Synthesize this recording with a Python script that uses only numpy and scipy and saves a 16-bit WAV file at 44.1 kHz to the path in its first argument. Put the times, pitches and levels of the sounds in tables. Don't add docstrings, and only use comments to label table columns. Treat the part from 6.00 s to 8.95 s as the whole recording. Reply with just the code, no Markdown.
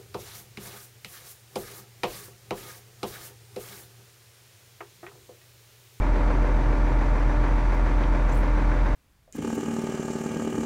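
import sys
import numpy as np
from scipy import signal
from scipy.fft import rfft, irfft
from scipy.io import wavfile

SR = 44100
rng = np.random.default_rng(int(sys.argv[2]) if len(sys.argv) > 2 else 0)


def generate_wav(sig):
    pcm = np.round(np.clip(np.atleast_2d(sig).T, -1, 1) * 32767).astype(np.int16)
    wavfile.write(sys.argv[1], SR, pcm)


def boost(x):
    u = np.asarray(x, float) / 20
    return 10 ** u


N = 130095
CYLINDERS = 6


def rms_one(x):
    return x / np.sqrt(np.mean(x ** 2) + 1e-20)


def drift(rate):
    pole = np.exp(-80 * np.pi * rate / SR)
    noise = rng.standard_normal(N // 40 + 2002)
    slow = signal.lfilter([1], [1, -2 * pole, pole * pole], noise)[2000:]
    return np.interp(np.arange(N) / 40, np.arange(len(slow)), rms_one(slow))


def ring(clicks, hz, t60):
    r, w = boost(-60 / (t60 * SR)), 2 * np.pi * hz / SR
    return signal.lfilter([0, np.sin(w)], [1, -2 * r * np.cos(w), r * r], clicks + 1e-18)


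def band_pass(x, low_hz, high_hz):
    return signal.sosfilt(signal.butter(3, [low_hz, high_hz], "band", fs=SR, output="sos"), x)


def at_hz(points, hz):
    point_hz, point_db = np.transpose(points)
    return np.interp(np.log(hz + 1), np.log(point_hz), point_db)


# centre_hz, width_hz, lift_db
CAB = [(115.5, 18.5, 13.5), (165, 51, 2.5), (232, 49, 2), (302, 25, -7.5), (357, 30, 2), (503, 32, 5),
       (599, 48, 4.5), (760, 28, -5.5), (956, 130, 4), (1266, 25, 2), (1513, 480, 3.5), (1850, 21, -6),
       (2190, 680, 2.5),
       (3740, 480, 2), (4550, 170, 3.5), (5570, 60, 6), (5910, 59, 10.5), (6200, 55, 6.5),
           (7300, 57, 3), (9200, 620, 4), (11600, 100, 8)]


def colour(x, spectrum):
    hz = np.arange(N // 2 + 1) * SR / N
    db = at_hz(spectrum, hz)
    for centre_hz, width_hz, lift_db in CAB:
        db = db + lift_db / (1 + (2 * (hz - centre_hz) / width_hz) ** 2)
    return rms_one(irfft(rfft(x) * boost(db) * (hz > 20), N))


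def crank():
    firing_hz, speedup_hz_per_s, first_firing = 42.2175, .0238, -.3466
    hunt_firings, hunt_per_s = .006, 1.5
    t = np.arange(N) / SR
    firings = first_firing + firing_hz * t + speedup_hz_per_s * t ** 2 / 2
    return (firings + hunt_firings * drift(hunt_per_s)) / CYLINDERS


# multiple_of_firing_rate, level_db, lead_firings
PULSE = [(1.5, -40, .31), (2, -37.4, .12), (3, -39.7, .04)]


def boom(cycle):
    swell_share, swell_lead_rad = .21, 1.22
    sway_rad, sway_lead_rad = .14, 2.19
    turn = 2 * np.pi * cycle
    swell = 1 + swell_share * np.cos(turn + swell_lead_rad)
    sway = sway_rad * np.sin(turn + sway_lead_rad)
    out = boost(-20.5) * swell * np.cos(CYLINDERS * turn + sway)
    for k, db, lead in PULSE:
        out += boost(db) * np.cos(k * (CYLINDERS * turn + 2 * np.pi * lead))
    return np.sqrt(2) * out


KNOCK_DB = [6, -1, -1, -4.5, -8, 0]


def knock_gate(cycle):
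    lag_firings, rise_s, decay_s, scatter_db = .31, .0023, .019, 1.8
    count = np.floor(cycle * CYLINDERS - lag_firings).astype(int)
    fired = np.diff(count, prepend=count[0]) > 0
    strength = boost(KNOCK_DB)[count % CYLINDERS] * boost(scatter_db * rng.standard_normal(N))
    fall, rise = np.exp(-1 / (decay_s * SR)), np.exp(-1 / (rise_s * SR))
    decays = signal.lfilter([1], [1, -fall], fired * strength)
    return 1 + signal.lfilter([1 - rise], [1, -rise], decays)


# share_of_cycle, ring_hz, peak_db, t60_s
CONTACTS = [(.105, 283, -26.5, 0.023), (0.071, 630, -45, 0.021), (0.15, 632, -37, 0.041),
            (0.68, 470, -30, 0.019), (0.098, 980, -37, 0.0087), (.4, 970, -29.5, 0.012),
            (0.79, 1101, -32.5, 0.046), (0.78, 652, -36, 0.032), (0.032, 1850, -36.5, 0.044),
            (.1, 170, -40, 0.053)]


def contacts(cycle):
    out = np.zeros(N)
    for share, hz, db, t60 in CONTACTS:
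        count = np.floor(cycle - share)
        hit = np.diff(count, prepend=count[0]) > 0
        clicks = hit * boost(db + 1.5 * rng.standard_normal(N))
        soft = signal.lfilter(*signal.butter(2, 1.5 * hz, fs=SR), clicks + 1e-18)
        out += ring(soft, hz, t60)
    return out


# start_s, peak_db, ring_hz, t60_s
COVER = [(.02, -40, 2310, .2), (.064, -44, 2310, .1), (.018, -50, 3600, .08), (.205, -45, 2320, .08),
         (.42, -45, 2300, .08), (.492, -43, 2300, .08), (.543, -50, 3780, .07), (.728, -38, 2310, .3),
         (.877, -44, 2310, .1), (1.744, -43, 2290, .15), (2.155, -44, 2400, .08), (2.862, -50, 3750, .08)]


def cover():
    out = np.zeros(N)
    for s, db, hz, t60 in COVER:
        click = np.zeros(N)
        click[int(s * SR)] = boost(db) / 2
        out += ring(click, hz, t60) + ring(click, 1.01 * hz, .6 * t60)
    return out


# frequency_hz, level_db (per Hz)
CLATTER = [(55, -18), (160, -3.5), (270, -4), (900, -9.5), (1700, -14.5), (2500, -24), (3300, -36),
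           (11000, -75)]


def clatter(cycle, gate):
    size = 4096
    one_turn = rng.standard_normal(size)
    closed = np.append(one_turn, one_turn[0])
    loop = np.interp(cycle % 1 * size, np.arange(size + 1), closed)
    return boost(-35.5) * colour(loop * gate, CLATTER)


# multiple_of_cycle_rate, level_db
ORDERS_DB = [(10, -49), (11, -52.5), (15, -57), (17, -54.5), (22, -46.5), (24, -48), (28, -47.5),
             (33, -56.5), (34, -47), (38, -45.5), (39, -50), (51, -60), (54, -50), (82, -56), (86, -50),
             (87, -51), (108, -66), (117, -51.5), (120, -59), (123, -46.5), (126, -56), (129, -52),
             (135, -46), (148, -51), (183, -53), (201, -53.5), (328, -59.5)]
# pitch_hz, level_db
TONES = [(74.8, -52), (92.8, -54.5), (297.5, -38.5), (446.2, -64), (595.0, -47), (637.2, -56.5),
         (701.2, -56.5), (744.0, -49.5), (786.0, -65), (892.5, -50), (1157.5, -50), (1758.5, -54.5),
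         (2097.2, -58)]


def hum(cycle):
    out = np.zeros(N)
    for k, db in ORDERS_DB:
        out += boost(db + .37 * drift(5.1)) * np.sin(2 * np.pi * (k * cycle + rng.random()))
    seconds = cycle / 7.0421
    for hz, db in TONES:
        out += boost(db + .8 * drift(2.8)) * np.sin(2 * np.pi * (hz * seconds + rng.random()))
    return np.sqrt(2) * out


# multiple_of_cycle_rate, level_db
FAINT_ORDERS_DB = [(20, -52), (29, -52.5), (30, -58), (32, -54), (40, -52), (41, -54), (42, -49.5), (48, -55),
                   (50, -53), (120, -53.5)]


def faint_orders(cycle):
    out = np.zeros(N)
    for k, db in FAINT_ORDERS_DB:
        out += boost(db) * np.sin(2 * np.pi * (k * cycle + rng.random()))
    return np.sqrt(2) * out


# start_s, peak_db, lowest_hz, highest_hz, decay_s
TICKS = [
    (1.7425, -53, 13000, 15900, .001),
    (1.7425, -47, 5000, 7500, .0015),
    (1.7465, -48, 9000, 15900, .002),
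    (1.751, -60, 11000, 15900, .012),
    (2.0365, -35, 2200, 3900, .004),
    (2.043, -37, 1800, 3200, .004),
    (.3025, -51, 4000, 7500, .004),
]


def trim_ticks():
    t, out = np.arange(N) / SR, np.zeros(N)
    for s, db, low_hz, high_hz, decay_s in TICKS:
        decay = (t > s) * np.exp(-np.maximum(t - s, 0) / decay_s)
        snap = band_pass(rng.standard_normal(N) * decay + 1e-18, low_hz, high_hz)
        out += boost(db) * snap / abs(snap).max()
    return out


# start_s, length_s, pitch_hz, level_db, width_hz
SLIPS = [(2.283, .028, 6350, -56, 400), (2.29, .02, 7100, -62, 500), (2.314, .022, 6400, -56, 400),
         (2.312, .03, 7250, -55, 500), (2.335, .03, 7200, -58, 900), (2.328, .022, 14000, -59, 1500),
         (2.328, .02, 15500, -65, 500), (2.355, .022, 14100, -61, 1200), (2.357, .02, 15500, -64, 500),
         (2.36, .034, 9550, -52.5, 800), (2.362, .035, 12000, -60, 900), (2.396, .024, 13500, -64, 2500)]


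def trim_squeak():
    start_s, rise_s, hold_s, fall_s = 2.31, .045, .025, .05
    grains_per_s = 2500
    t = np.arange(N) / SR
    grains = rng.standard_normal(N) * (1 + 1.6 * (rng.random(N) < grains_per_s / SR))
    corners = start_s + np.cumsum([0, rise_s, hold_s, fall_s])
    pressure = np.interp(t, corners, [0, 1, 1, 0])
    high_pass = signal.butter(4, 6500, "high", fs=SR, output="sos")
    rub = rms_one(signal.sosfilt(high_pass, grains))
    out = boost(-54.5) * rub * pressure * boost(2.5 * drift(30))
    for s, length, hz, db, width_hz in SLIPS:
        swell = np.sin(np.pi * np.clip((t - s) / length, 0, 1))
        out += boost(db) * swell * rms_one(ring(grains, hz, 2.2 / width_hz))
    return out


# frequency_hz, level_db (per Hz)
RUSH = [(40, -14), (90, -6.5), (300, -5), (1000, -14), (2400, -21.5), (2900, -28), (7000, -38.5),
        (16000, -59.5)]
# octaves_above_30_hz, share
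FOLLOWS = [(2, .1), (6, .7), (7.5, .4), (8.5, .1)]


def rush(gate):
    whole = rfft(colour(rng.standard_normal(N), RUSH))
    octave = np.log2(np.arange(len(whole)) * SR / N / 30 + 1e-9)
    out = np.zeros(N)
    for k in range(10):
        band = irfft(whole * np.clip(1 - abs(octave - k), 0, 1), N)
        share = np.interp(k, *np.transpose(FOLLOWS))
        out += band * rms_one(gate ** share) * boost(.16 * drift(21))
    return boost(-34.5) * out


# time_s, lift_db
TILT = [
    (0, 1.5),
    (.4, 2),
    (1.0, 1.5),
    (1.5, -1.5),
    (2.95, -.5),
]


def scene():
    cycle = crank()
    gate = knock_gate(cycle)
    engine = hum(cycle) + contacts(cycle) + clatter(cycle, gate) + rush(gate) + cover()
    low_mid = signal.lfilter(*signal.butter(1, [296, 550], "band", fs=SR), engine)
    tilt = boost(np.interp(np.arange(N) / SR, *np.transpose(TILT))) - 1
    mix = boom(cycle) + engine + tilt * low_mid + trim_ticks() + trim_squeak() + faint_orders(cycle)
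    return mix[None]


def top_cut(x):
    return signal.sosfilt(signal.butter(12, 15750, fs=SR, output="sos"), x)


def record(dry):
    return top_cut(dry)


dry = scene()
out = record(dry)
generate_wav(out)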